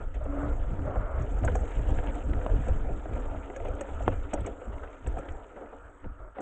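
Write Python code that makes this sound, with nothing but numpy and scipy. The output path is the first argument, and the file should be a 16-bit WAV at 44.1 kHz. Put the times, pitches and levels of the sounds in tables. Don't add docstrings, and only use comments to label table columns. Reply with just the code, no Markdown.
import sys
import numpy as np
from scipy import signal
from scipy.fft import rfft, irfft, next_fast_len
from scipy.io import wavfile
from scipy.ndimage import uniform_filter1d

SR = 44100
rng = np.random.default_rng(int(sys.argv[2]) if len(sys.argv) > 2 else 0)


def magnitude_from_level(level_db):
    exponent = np.asarray(level_db, float) / 20
    return 10 ** exponent


def inscribe(sig):
    pcm = np.round(np.clip(np.atleast_2d(sig).T, -1, 1) * 32767)
    wavfile.write(sys.argv[1], SR, pcm.astype(np.int16))


N = 282901

# start_s, hold_s, thump_db
GUSTS = [(0, 0.38, -34), (.5, 0.18, -29.5), (.8, 0.023, -34.5), (.98, .04, -29), (1.16, 0.046, -29),
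         (1.32, 0.054, -30), (1.44, 0.14, -32.5), (1.62, 0.0053, -36), (1.77, 0.0073, -28.5),
         (1.86, 0.12, -29), (2.09, 0.022, -40), (2.27, 0.14, -33.5), (2.52, 0.035, -23.5),
         (2.69, 0.078, -27.5), (2.8, 0.14, -32), (3.11, 0.23, -35.5), (3.62, 0.11, -35),
         (3.92, 0.29, -35.5), (4.09, 0.15, -35), (4.35, 0.13, -36.5), (4.68, 0.08, -38.5),
         (4.83, 0.019, -42), (5.07, 0.082, -33), (5.3, 0.034, -36.5), (5.85, 0.11, -59),
         (6.055, 0.046, -37.5), (6.2, 0.066, -44)]
# start_s, flutter_db
SLAPS = [(0.451, -28.5), (0.727, -30), (0.797, -30.5), (0.873, -32), (0.978, -33), (1.21, -34.5),
         (1.319, -38), (1.446, -23), (1.53, -32), (1.619, -35.5), (1.8, -38), (1.927, -29.5),
         (2.089, -36.5), (2.299, -28.5), (2.37, -37), (2.551, -33), (2.694, -29.5), (2.977, -45),
         (3.118, -34), (3.362, -41.5), (3.729, -43), (4.089, -31.5), (4.409, -36.5), (4.47, -55),
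         (4.69, -56), (5.077, -36), (6.06, -51)]
# time_s, level_db
BREEZE = [(0, -48), (2.0, -35), (3.0, -41.5), (4.5, -51.5), (5.5, -55.5), (5.9, -50.5), (6.0, -76),
          (6.41, -61)]
# freq_hz, density_db
GUST_SPECTRUM = [(8.8, -34), (17, 7.5), (35, -0.5), (54, 0.5), (98, -8), (171, -24), (231, -23),
                 (278, -24.5), (300, -22), (390, -33.5), (660, -120)]
# time_s, bumpiness_db, straw_db
GROUND = [(0.0, -44.5, -78.5), (0.23, -63, -77.5), (0.37, -50, -74), (0.77, -47, -76.5), (1.07, -50.5, -78),
          (1.21, -47.5, -72.5), (1.53, -44, -67), (1.71, -46.5, -67.5), (2.39, -44, -70.5),
          (2.78, -49, -72), (3.16, -44.5, -73.5), (3.41, -50.5, -75), (3.8, -44.5, -72.5),
          (4.27, -50.5, -72), (4.59, -50, -77.5), (5.19, -47.5, -74), (6.05, -56, -86.5),
          (6.41, -61, -90.5)]
# start_s, hold_s, depth_db
HOLLOWS = [(.07, .07, 6), (.62, .1, 3), (2.2, .07, 3), (3.02, .03, 5), (4.96, .07, 8), (5.44, .07, 7),
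           (5.77, .07, 7), (5.92, .1, 7), (6.13, .05, 6), (6.29, .05, 8)]
# freq_hz, width_hz, level_db
FRAME_MODES = [(421, 137, -1), (536, 32, 8), (710, 520, -7), (826, 34, 5.5)]
# freq_hz, density_db
RUMBLE_SPECTRUM = [(94, -28.5), (160, -10.5), (231, -3.5), (289, 3.5), (355, -5), (537, -1), (708, -2.5),
                   (832, -7.5), (1000, -20.5), (1300, -45), (2200, -120)]
RUB_SPECTRUM = [(600, -22), (930, 1.5), (1060, -8), (1200, -3), (1380, -1), (1560, -6.5), (1700, -7.5),
                (1900, -13.5), (2470, -24.5), (4180, -120)]
CRACKLE_SPECTRUM = [(1000, -18), (1700, -3.5), (1840, -7), (2420, -10), (3130, -12), (3700, -20),
                    (4150, -33.5), (4610, -42), (5100, -39), (6630, -73), (11200, -120)]
HISS_SPECTRUM = [(2880, -46), (4900, -65), (5500, -10.5), (6510, 3), (7480, 8), (7940, 3), (8270, 1.5),
                 (8900, -15.5), (9370, -34), (12200, -69.5), (20600, -120)]
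# pitch_hz, level_db, t60_s
METAL = [(4300, -28, .02), (5740, -17.5, .06), (6400, -11, .025), (6700, -6, .035), (7400, -14, .02),
         (7995, -6, .025)]
# start_s, hold_s, level_db
SHAKES = [(.28, 0.23, -29.5), (.8, 0.011, -32), (1.23, .02, -51), (1.55, 0.02, -30.5), (2.05, 0.034, -39),
          (2.3, 0.32, -38.5), (3.11, 0.43, -45), (3.68, 0.1, -43), (4.07, 0.0049, -27.5),
          (4.53, 0.012, -44), (4.86, 0.012, -57), (5.16, 0.012, -38), (5.6, 0.039, -57),
          (6.045, 0.012, -40.5)]
# pitch_hz, level_db
JINGLE = [(2250, -91.5), (6900, -93.5), (7990, -87.5)]
# start_s, thud_db, clack_rel_db, snap_rel_db, t60_s
KNOCKS = [(.14, -37, -1, -9, 0.15), (.258, -29, -16, -33, 0.025), (0.433, -40, -19, -17, 0.04),
          (.874, -31.5, -24, -39, 0.23), (.956, -21.5, 3, -25.5, 0.022), (1.244, -21.5, -36, -41, 0.013),
          (1.433, -27, 4, -15, 0.1), (1.476, -31, 19, -9, 0.049), (1.551, -22.5, 0, -20, 0.034),
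          (1.986, -19.5, 2, -11, 0.0077), (2.071, -44, 7, 13.5, 0.0075), (2.334, -30, 17, -3, 0.011),
          (2.411, -38, 12, -13, 0.094), (2.463, -19.5, -8, -16, 0.011), (2.681, -37, -16, -11, 0.064),
          (3.561, -28, -2, -16, 0.015), (3.647, -32.5, -23, -15.5, 0.17), (3.809, -24, 7, -12, 0.015),
          (4.076, -19, 8.5, -11, 0.034), (4.329, -22, 5, -14, 0.061), (4.462, -28, -23, -13, 0.11),
          (5.062, -27.5, -2, -10.5, 0.033), (5.185, -26.5, 7, -20, 0.014), (5.285, -50, -9, 15.5, 0.024)]
# start_s, thud_db, brightness_db, t60_s
TAPS = [(0.855, -48, -8, 0.025), (1.047, -43.5, -5, .028), (1.791, -21.5, -9, 0.016),
        (1.892, -30, -30, 0.039), (2.039, -32, -1, 0.028), (2.144, -27.5, -10, 0.13),
        (2.498, -21, -8, 0.0086), (2.845, -27.5, -20, 0.042), (2.884, -27, -32, 0.11),
        (3.054, -24.5, -11, 0.021), (3.16, -23.5, -15, 0.029), (3.255, -26.5, -23, 0.01),
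        (3.32, -29, -22, 0.019), (3.344, -29.5, -23, 0.071), (3.497, -26.5, -9, 0.031),
        (3.599, -30, 0, 0.014), (3.852, -44.5, 13, 0.017), (4.003, -20.5, -14, 0.027),
        (4.116, -30.5, -3, 0.1), (4.376, -30, -6, 0.064), (4.442, -31, -1, 0.075), (4.622, -33, -18, 0.03),
        (4.83, -35, 4, 0.068), (5.166, -24.5, -14, 0.056), (5.562, -35.5, -6, 0.11),
        (5.61, -29.5, -11.5, 0.072), (5.725, -33, -11, 0.057), (6.039, -32, -6.5, 0.053),
        (6.345, -37.5, -0.5, 0.3), (6.384, -24, -15.5, 0.12)]
# start_s, peak_db, t60_s, lean_to_high_db
CLINKS = [(0.1404, -60, 0.093, -1), (0.2388, -56, 0.022, 7), (0.5814, -63, 0.023, 6),
          (1.112, -64, 0.042, 8), (1.22, -51, 0.029, -9), (1.447, -37, 0.045, 5), (1.553, -40.5, 0.025, -8),
          (1.903, -52.5, 0.03, -3), (2.152, -48, 0.026, 5), (2.536, -68, 0.013, 6),
          (2.681, -50.5, 0.087, 3), (3.1556, -53, 0.016, 2), (3.1971, -56, 0.015, -10),
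          (3.5616, -46.5, 0.037, -3), (3.646, -56.5, 0.029, 0), (3.684, -51, 0.022, 1),
          (3.75, -50, 0.014, 8), (3.808, -39.5, 0.037, -1), (3.9973, -58, 0.022, 3),
          (4.023, -52.5, 0.034, -3.5), (4.0788, -51, 0.042, -1), (4.335, -30.5, 0.031, 3),
          (4.4053, -56, 0.03, 16), (4.4625, -37.5, 0.036, 0), (5.07, -46, 0.048, 7),
          (5.186, -45.5, 0.03, 16), (5.287, -59, 0.012, 2), (5.3198, -56, 0.02, -3),
          (6.404, -50.5, 0.044, -2)]
# start_s, peak_db, pitch_hz, t60_s
TICKS = [(0.1411, -44.5, 2010, 0.016), (1.4341, -41.5, 2020, 0.015), (1.477, -37, 2480, 0.019),
         (1.5517, -37, 2410, 0.02), (1.6482, -54, 1990, 0.018), (1.6786, -49, 3000, 0.018),
         (1.7594, -55, 1940, 0.02), (1.9844, -39, 2120, 0.02), (2.0714, -36, 2280, 0.017),
         (2.144, -42, 1940, 0.018), (2.3331, -35, 2070, 0.016), (2.4119, -42, 1880, 0.026),
         (2.4637, -46, 2530, 0.025), (2.4992, -49, 2080, 0.02), (2.6224, -45, 1960, 0.02),
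         (2.6823, -44, 2360, 0.02), (3.1535, -40, 2280, 0.0099), (3.3712, -44, 2050, 0.018),
         (3.4999, -41.5, 2020, 0.026), (3.561, -37, 1660, 0.036), (3.601, -43, 2000, 0.02),
         (3.6572, -34, 2020, 0.013), (3.6817, -41.5, 2440, 0.022), (3.8102, -34, 1860, 0.028),
         (4.0637, -42, 2120, 0.02), (4.0786, -52, 1980, 0.046), (4.3343, -34, 2430, 0.015),
         (4.3746, -41, 2010, 0.02), (4.4607, -38, 2240, 0.02), (4.6194, -53, 2180, 0.018),
         (4.782, -45, 2120, 0.02), (4.8745, -43.5, 1970, 0.019), (5.07, -39.5, 1720, 0.025),
         (5.183, -43, 2440, 0.024), (5.2889, -41, 1980, 0.022), (5.5618, -46.5, 2040, 0.018),
         (5.659, -48, 2000, 0.024), (6.0257, -57, 1990, 0.02), (6.042, -50, 2050, 0.022),
         (6.385, -39.5, 2020, 0.018)]
# start_s, peak_db, pitch_hz, t60_s
TUBES = [(0.211, -35, 632, 0.059), (0.257, -28, 514, 0.044), (0.333, -31, 580, 0.065),
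         (0.855, -30.5, 597, 0.062), (0.875, -22.5, 600, 0.06), (0.957, -26, 660, 0.039),
         (1.185, -30, 656, 0.045), (1.245, -35, 590, 0.039), (1.447, -24, 690, 0.05),
         (1.4765, -21, 1530, 0.036), (1.4835, -18.5, 496, 0.053), (1.553, -19.5, 748, 0.043),
         (1.793, -36, 550, 0.05), (1.891, -26.5, 750, 0.029), (1.987, -37, 526, 0.046),
         (2.039, -27.5, 703, 0.026), (2.15, -44, 553, 0.036), (2.382, -42, 533, 0.05),
         (2.462, -34, 500, 0.038), (2.492, -25, 635, 0.044), (2.666, -29.5, 690, 0.039),
         (2.684, -22.5, 536, 0.066), (2.845, -43, 526, 0.05), (2.886, -31, 536, 0.047),
         (3.163, -31, 690, 0.05), (3.193, -29, 560, 0.035), (3.255, -31, 535, 0.037),
         (3.32, -29, 625, 0.036), (3.345, -28, 660, 0.056), (3.562, -31.5, 548, 0.17),
         (3.6, -30.5, 686, 0.088), (3.652, -21, 586, 0.037), (3.684, -24.5, 513, 0.058),
         (3.81, -20.5, 565, 0.056), (4.079, -32, 622, 0.035), (4.334, -26, 567, 0.19),
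         (4.376, -29, 656, 0.047), (4.467, -23.5, 508, 0.046), (4.617, -29, 506, 0.052),
         (5.168, -26, 732, 0.049), (5.185, -27, 545, 0.086), (5.258, -36, 590, 0.055),
         (5.563, -36, 580, 0.062), (5.611, -30.5, 530, 0.055), (6.367, -34.5, 557, 0.11),
         (6.384, -26, 735, 0.044)]
# start_s, hold_s, level_db
SCUFFS = [(.22, 0.13, -39), (.37, 0.036, -34.5), (.43, 0.014, -31), (.47, 0.064, -38.5), (.87, 0.087, -35),
          (.95, 0.27, -35), (3.64, 0.1, -45), (4.67, 0.28, -45.5), (5.58, 0.15, -51.5),
          (6.21, 0.074, -46.5)]
# freq_hz, density_db
SCUFF_SPECTRUM = [(210, -41), (350, -1.5), (495, -4.5), (600, 6.5), (835, -10.5), (1040, -7), (1340, -4.5),
                  (1730, -20), (2200, -21.5), (2860, -51.5), (4840, -120)]
# start_s, peak_db, t60_s
RUTS = [
    (0.26, -32, 0.17),
    (6.051, -32, 0.097),
]
# start_s, peak_db, pitch_hz, t60_s
THUMPS = [(0.36, -36, 130, 0.1), (0.445, -30, 127, 0.16), (0.781, -37, 112, 0.096), (0.876, -29, 111, 0.15),
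          (1.505, -36, 151, 0.098), (1.785, -30, 132, 0.12), (1.885, -28, 111, 0.12),
          (1.978, -32, 111, 0.12), (2.074, -37, 178, 0.11), (2.271, -40, 108, 0.14),
          (2.351, -35, 111, 0.13), (2.533, -43, 135, 0.12), (2.588, -22.5, 139, 0.092),
          (2.694, -45, 110, 0.12), (2.745, -34, 142, 0.21), (2.797, -29, 114, 0.11),
          (2.903, -25.5, 113, 0.098), (2.961, -40, 202, 0.12), (3.093, -40, 113, 0.11),
          (3.174, -34, 254, 0.15), (3.339, -37, 109, 0.13), (4.072, -36, 108, 0.11),
          (4.331, -33.5, 201, 0.14), (4.401, -39, 106, 0.14), (4.67, -37, 222, 0.15),
          (5.071, -43, 111, 0.14), (5.179, -34, 140, 0.1), (5.344, -47, 132, 0.12), (6.045, -48, 110, 0.12)]
# start_s, peak_db
CRACKS = [
    (2.4636, -18.5),
    (4.0793, -8.5),
]
# time_s, pitch_hz, level_db
SQUEAK = [
    (4.085, 2700, -85),
    (4.095, 2680, -63),
    (4.16, 2380, -63),
    (4.215, 2150, -66),
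    (4.25, 2100, -90),
]

RUMBLE_DB, RUB_DB, CRACKLE_DB, HISS_DB, TREAD_DB = -40, -50.5, -64.5, -73, -60
JOLT_DB = 1.1


def rms_one(x):
    return x / np.sqrt(np.mean(x ** 2) + 1e-20)


def in_time(rows):
    s, *columns = np.transpose(rows)
    return [np.interp(np.arange(N) / SR, s, c) for c in columns]


def swells(rows, rise_db_s, fall_db_s):
    t = np.arange(0, N + 64, 64) / SR
    s, hold, level_db = np.transpose(rows)[:, :, None]
    loss_db = rise_db_s * np.maximum(s - t, 0) + fall_db_s * np.maximum(t - s - hold, 0)
    gain = np.sqrt(np.sum(magnitude_from_level(level_db - loss_db) ** 2, axis=0))
    return np.interp(np.arange(N) / SR, t, gain)


def drift(rate_hz):
    r = np.exp(-40 * np.pi * rate_hz / SR)
    slow = signal.lfilter([1], [1, -2 * r, r * r], rng.standard_normal(N // 20 + 4002))[4000:]
    return np.interp(np.arange(N) / 20, np.arange(len(slow)), rms_one(slow))


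def butter(x, order, hz, kind="low"):
    return signal.sosfilt(signal.butter(order, hz, kind, fs=SR, output="sos"), x)


def colour(x, spectrum, size=16384):
    hz, level_db = np.transpose(spectrum)
    grid = np.log(np.arange(size // 2 + 1) * SR / size + 1)
    cepstrum = irfft(np.interp(grid, np.log(hz), level_db) * np.log(10) / 20)
    cepstrum[1:size // 2] *= 2
    response = irfft(np.exp(rfft(cepstrum[:size // 2], size)))[:size // 2]
    return signal.fftconvolve(x, response / np.linalg.norm(response))[:N]


def resonance(x, hz, width_hz):
    r = np.exp(-np.pi * width_hz / SR)
    poles = [1, -2 * r * np.cos(2 * np.pi * hz / SR), r * r]
    return signal.lfilter([(1 - r * r) / 2, 0, (r * r - 1) / 2], poles, x + 1e-18)


def evened(x, span_s, share):
    span = int(span_s * SR)
    power = uniform_filter1d(uniform_filter1d(x ** 2, span), span)
    return rms_one(x / (power + 1e-12) ** (share / 2))


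def patchy(x, low_hz, high_hz, patch_db, rate_hz, count):
    size = next_fast_len(N)
    log_hz = np.log(np.arange(size // 2 + 1) * SR / size + 1)
    place = np.interp(log_hz, np.log([low_hz, high_hz]), [0, count - 1])
    whole = rfft(x, size)
    out = np.zeros(N)
    for k in range(count):
        band = irfft(whole * np.clip(1 - abs(place - k), 0, 1), size)[:N]
        out += band * magnitude_from_level(patch_db * drift(rate_hz))
    return out


def grains(per_s, spread_db, clump_db, smooth):
    sizes = magnitude_from_level(spread_db * np.minimum(rng.exponential(1, N), 5)) * rng.choice([-1, 1], N)
    born = rng.random(N) < per_s * magnitude_from_level(clump_db * drift(25)) / SR
    share = np.clip(smooth, 0, 1)
    return np.sqrt(1 - share) * rms_one(sizes * born) + np.sqrt(share) * rng.standard_normal(N)


def pings(per_s, cycles, count):
    sizes = magnitude_from_level(2.8 * np.minimum(rng.exponential(1, N), 4)) * (rng.random(N) < per_s / SR)
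    dealt = rng.integers(0, count, N)
    out = np.zeros(N)
    for k, hz in enumerate(np.geomspace(900, 8600, count)):
        out += rms_one(resonance(sizes * (dealt == k), hz, hz / cycles)) * np.sqrt(hz)
    return rms_one(out)


def bursts(times_s, levels_db, t60s, rise):
    out, t = np.zeros(N + 4096), np.arange(4096) / SR
    chatter = rng.standard_normal((len(times_s), 4096))
    rows = zip(times_s, levels_db, np.maximum(t60s, .002), rise + 0 * times_s, chatter)
    for s, level_db, t60, share, noise in rows:
        at = int(s * SR)
        out[at:at + 4096] += magnitude_from_level(level_db - 60 * t / t60) * (1 - np.exp(-t / (share * t60))) * noise
    return out[:N]


def strikes(rows, gain_db, touch_s, partials):
    out, t = np.zeros(N + 4096), np.arange(4096) / SR
    luck = rng.uniform(0, 1, (len(rows), len(partials)))
    for (s, peak_db, hz, t60), chance in zip(rows, luck):
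        tone = np.zeros(4096)
        for (ratio, db), c in zip(partials, chance):
            partial_hz = hz * ratio ** (1 + 0.24 * (c - .5))
            decay = magnitude_from_level(-60 * t * ratio / max(t60, .003))
            tone += magnitude_from_level(db) * np.sin(2 * np.pi * partial_hz * t) * decay
        at = int(s * SR)
        out[at:at + 4096] += magnitude_from_level(peak_db + gain_db) * (1 - np.exp(-t / touch_s)) * tone
    return out[:N]


def frame(x, ring_gain=1):
    modes = np.zeros(N)
    for k, (hz, width_hz, level_db) in enumerate(FRAME_MODES):
        modes += (-1) ** k * magnitude_from_level(level_db) * resonance(x, hz, width_hz)
    return colour(x + 1.82 * ring_gain * modes, RUMBLE_SPECTRUM)


def wind():
    pressure = magnitude_from_level(in_time(BREEZE)[0]) + swells(GUSTS, rise_db_s=500, fall_db_s=211.5)
    slap_rows = [(s, 0.00051, db) for s, db in SLAPS]
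    slaps = swells(slap_rows, rise_db_s=447.5, fall_db_s=351.5)
    eddies = colour(rng.standard_normal(N), GUST_SPECTRUM)[::-1]
    eddies = butter(eddies, 2, 24, "high")
    thump = signal.sosfiltfilt(signal.butter(2, 70, fs=SR, output="sos"), eddies)
    flutter = evened(eddies - thump, 0.29, 0.74)
    push = pressure * evened(thump, 0.069, 0.99) + (magnitude_from_level(-16.5) * pressure + slaps) * flutter
    return push + 0.048 * butter(push ** 2, 1, 15, "high")


def ground_db():
    bumps_db, straw_db = (c - c.mean() for c in in_time(GROUND))
    light_db = 20 * np.log10(2.0 + swells(HOLLOWS, rise_db_s=149, fall_db_s=149))
    return bumps_db - light_db, straw_db, light_db


def stubble():
    bumps_db, straw_db, _ = ground_db()
    jolts = drift(1.2)
    stalks = 1.106 * grains(500, spread_db=-1.0, clump_db=3.5, smooth=0.25)
    stalks = stalks + .4 * pings(1200, cycles=43.0, count=30)

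    shaken = frame(grains(300, spread_db=2.5, clump_db=3.5, smooth=0.55))
    rumble = magnitude_from_level(RUMBLE_DB + bumps_db + JOLT_DB * jolts) * evened(shaken, .03, .3)

    rubbing = grains(660, spread_db=3.5, clump_db=2.5, smooth=0.65) + 0.5 * stalks
    rub = magnitude_from_level(RUB_DB + 0.66 * bumps_db + 1.4 * JOLT_DB * jolts) * colour(rubbing, RUB_SPECTRUM)

    crackle_db = CRACKLE_DB + 0.22 * bumps_db + 0.85 * straw_db
    crackle = magnitude_from_level(crackle_db + 0.3 * jolts + 2.6 * drift(32)) * colour(stalks, CRACKLE_SPECTRUM)

    straw = 0.25 * stalks + 0.64 * grains(1800, spread_db=2.0, clump_db=4, smooth=0.7)
    flicker_db = 3.0 * drift(120)
    hiss = magnitude_from_level(HISS_DB + straw_db + .6 * jolts + flicker_db) * colour(straw, HISS_SPECTRUM)
    metal = sum(magnitude_from_level(4 * drift(8)) * resonance(hiss, hz, 60) for hz, _, _ in METAL[1:])
    hiss = .95 * hiss + .6 * metal
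    return patchy(rumble + rub + crackle + hiss, 131, 11100, patch_db=2.4, rate_hz=10, count=24)


def tread():
    light_db = ground_db()[2]
    drone = resonance(resonance(rng.standard_normal(N), 1313, 286), 1313, 286)
    return magnitude_from_level(TREAD_DB - .6 * light_db + 3 + 2.4 * drift(18)) * rms_one(drone)


def pole():
    hz, width_hz, idle_db = 283.8, 15, -8.5
    hum = resonance(resonance(rng.standard_normal(N), hz, width_hz), hz, width_hz)
    idle = magnitude_from_level(RUMBLE_DB + ground_db()[0] + idle_db)
    shaken = swells(SHAKES, rise_db_s=599, fall_db_s=146.5) + idle
    return magnitude_from_level(-10.5) * shaken * evened(hum, 0.03, 0.4)


def jingle():
    out = np.zeros(N)
    for hz, level_db in JINGLE:
        out += magnitude_from_level(level_db + 4 * drift(7.7)) * rms_one(resonance(rng.standard_normal(N), hz, 70))
    return out


def knocks():
    tap_early_s, contact_lag_s = .001, .001
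    taps = [(s - tap_early_s, db, 12.5 + bright, -11 + bright, t60) for s, db, bright, t60 in TAPS]
    s, blow_db, clack_db, snap_db, t60 = np.transpose(KNOCKS + taps)
    s = s + contact_lag_s
    swell = np.repeat([.038, .1], [len(KNOCKS), len(taps)])
    thud = frame(bursts(s, blow_db - 3.0, 1.55 * t60, rise=swell), ring_gain=.35)
    clack = colour(bursts(s, blow_db + clack_db - 16.0, 1.07 * t60, rise=swell), RUB_SPECTRUM)
    snap = colour(bursts(s, blow_db + snap_db - 3.5, 0.93 * t60, rise=swell), CRACKLE_SPECTRUM)
    return thud + clack + snap


def clinks():
    s, peak_db, t60, lean_db = np.transpose(CLINKS)
    luck = rng.standard_normal((len(s), len(METAL)))
    out = colour(bursts(s, peak_db - 6.5, t60, rise=0.047), HISS_SPECTRUM)
    for k, (hz, level_db, ring_s) in enumerate(METAL):
        side = np.clip(np.log2(hz / 7300) * 4, -.5, .5)
        part_db = peak_db + level_db + side * lean_db + 2 * luck[:, k]
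        rows = list(zip(s, part_db, hz + 30 * luck[:, -k], 0.42 * (ring_s + t60)))
        out += magnitude_from_level(2 * drift(150)) * strikes(rows, 4, .002, [(1, 0)])
    return out


def ticks():
    rows = [(s, min(db, -37), hz, t60) for s, db, hz, t60 in TICKS]
    return strikes(rows, -4.5, 0.00054, [(1, -1.5), (1.0, -3), (1.3, -2.5), (1.55, -23)])


def tubes():
    return butter(strikes(TUBES, -2.4, 0.0008, [(1, 0), (1.35, -11), (2.4, -15.5)]), 4, 2400)


def scuffs():
    gain = magnitude_from_level(-6.0) * swells(SCUFFS, rise_db_s=448, fall_db_s=399)
    return gain * colour(rng.standard_normal(N), SCUFF_SPECTRUM)


def ruts():
    s, peak_db, t60 = np.transpose(RUTS)
    return butter(bursts(s, peak_db + 16.5, t60, rise=0.032), 2, [90, 240], "band")


def thumps():
    return strikes(THUMPS, 0.66, 0.0038, [(1, -1), (1.4, -5)])


def cracks():
    push = np.zeros(N)
    s, peak_db = np.transpose(CRACKS)
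    push[(s * SR).astype(int)] = magnitude_from_level(peak_db + 29)
    blunt = butter(push, 4, 1000)
    return butter(blunt, 1, 220, "high") + 0.007 * colour(push, CRACKLE_SPECTRUM)


def squeak():
    hz, level_db = in_time(SQUEAK)
    phase = 2 * np.pi * np.cumsum(hz + 40 * drift(90)) / SR
    return magnitude_from_level(level_db + 3 * drift(60)) * np.sin(phase)


def scene():
    riding = wind() + stubble() + tread() + pole() + jingle()
    contacts = knocks() + clinks() + ticks() + tubes() + scuffs() + ruts() + thumps()
    return (riding + contacts + cracks() + squeak())[None]


def top_cut(x):
    return signal.sosfilt(signal.butter(12, 9520, fs=SR, output="sos"), x)


def record(dry):
    floor_db, cutoff_hz = -99.5, 13000
    wet = dry + magnitude_from_level(floor_db) * rng.standard_normal(dry.shape)
    return top_cut(butter(wet, 10, cutoff_hz))


dry = scene()
out = record(dry)
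inscribe(out)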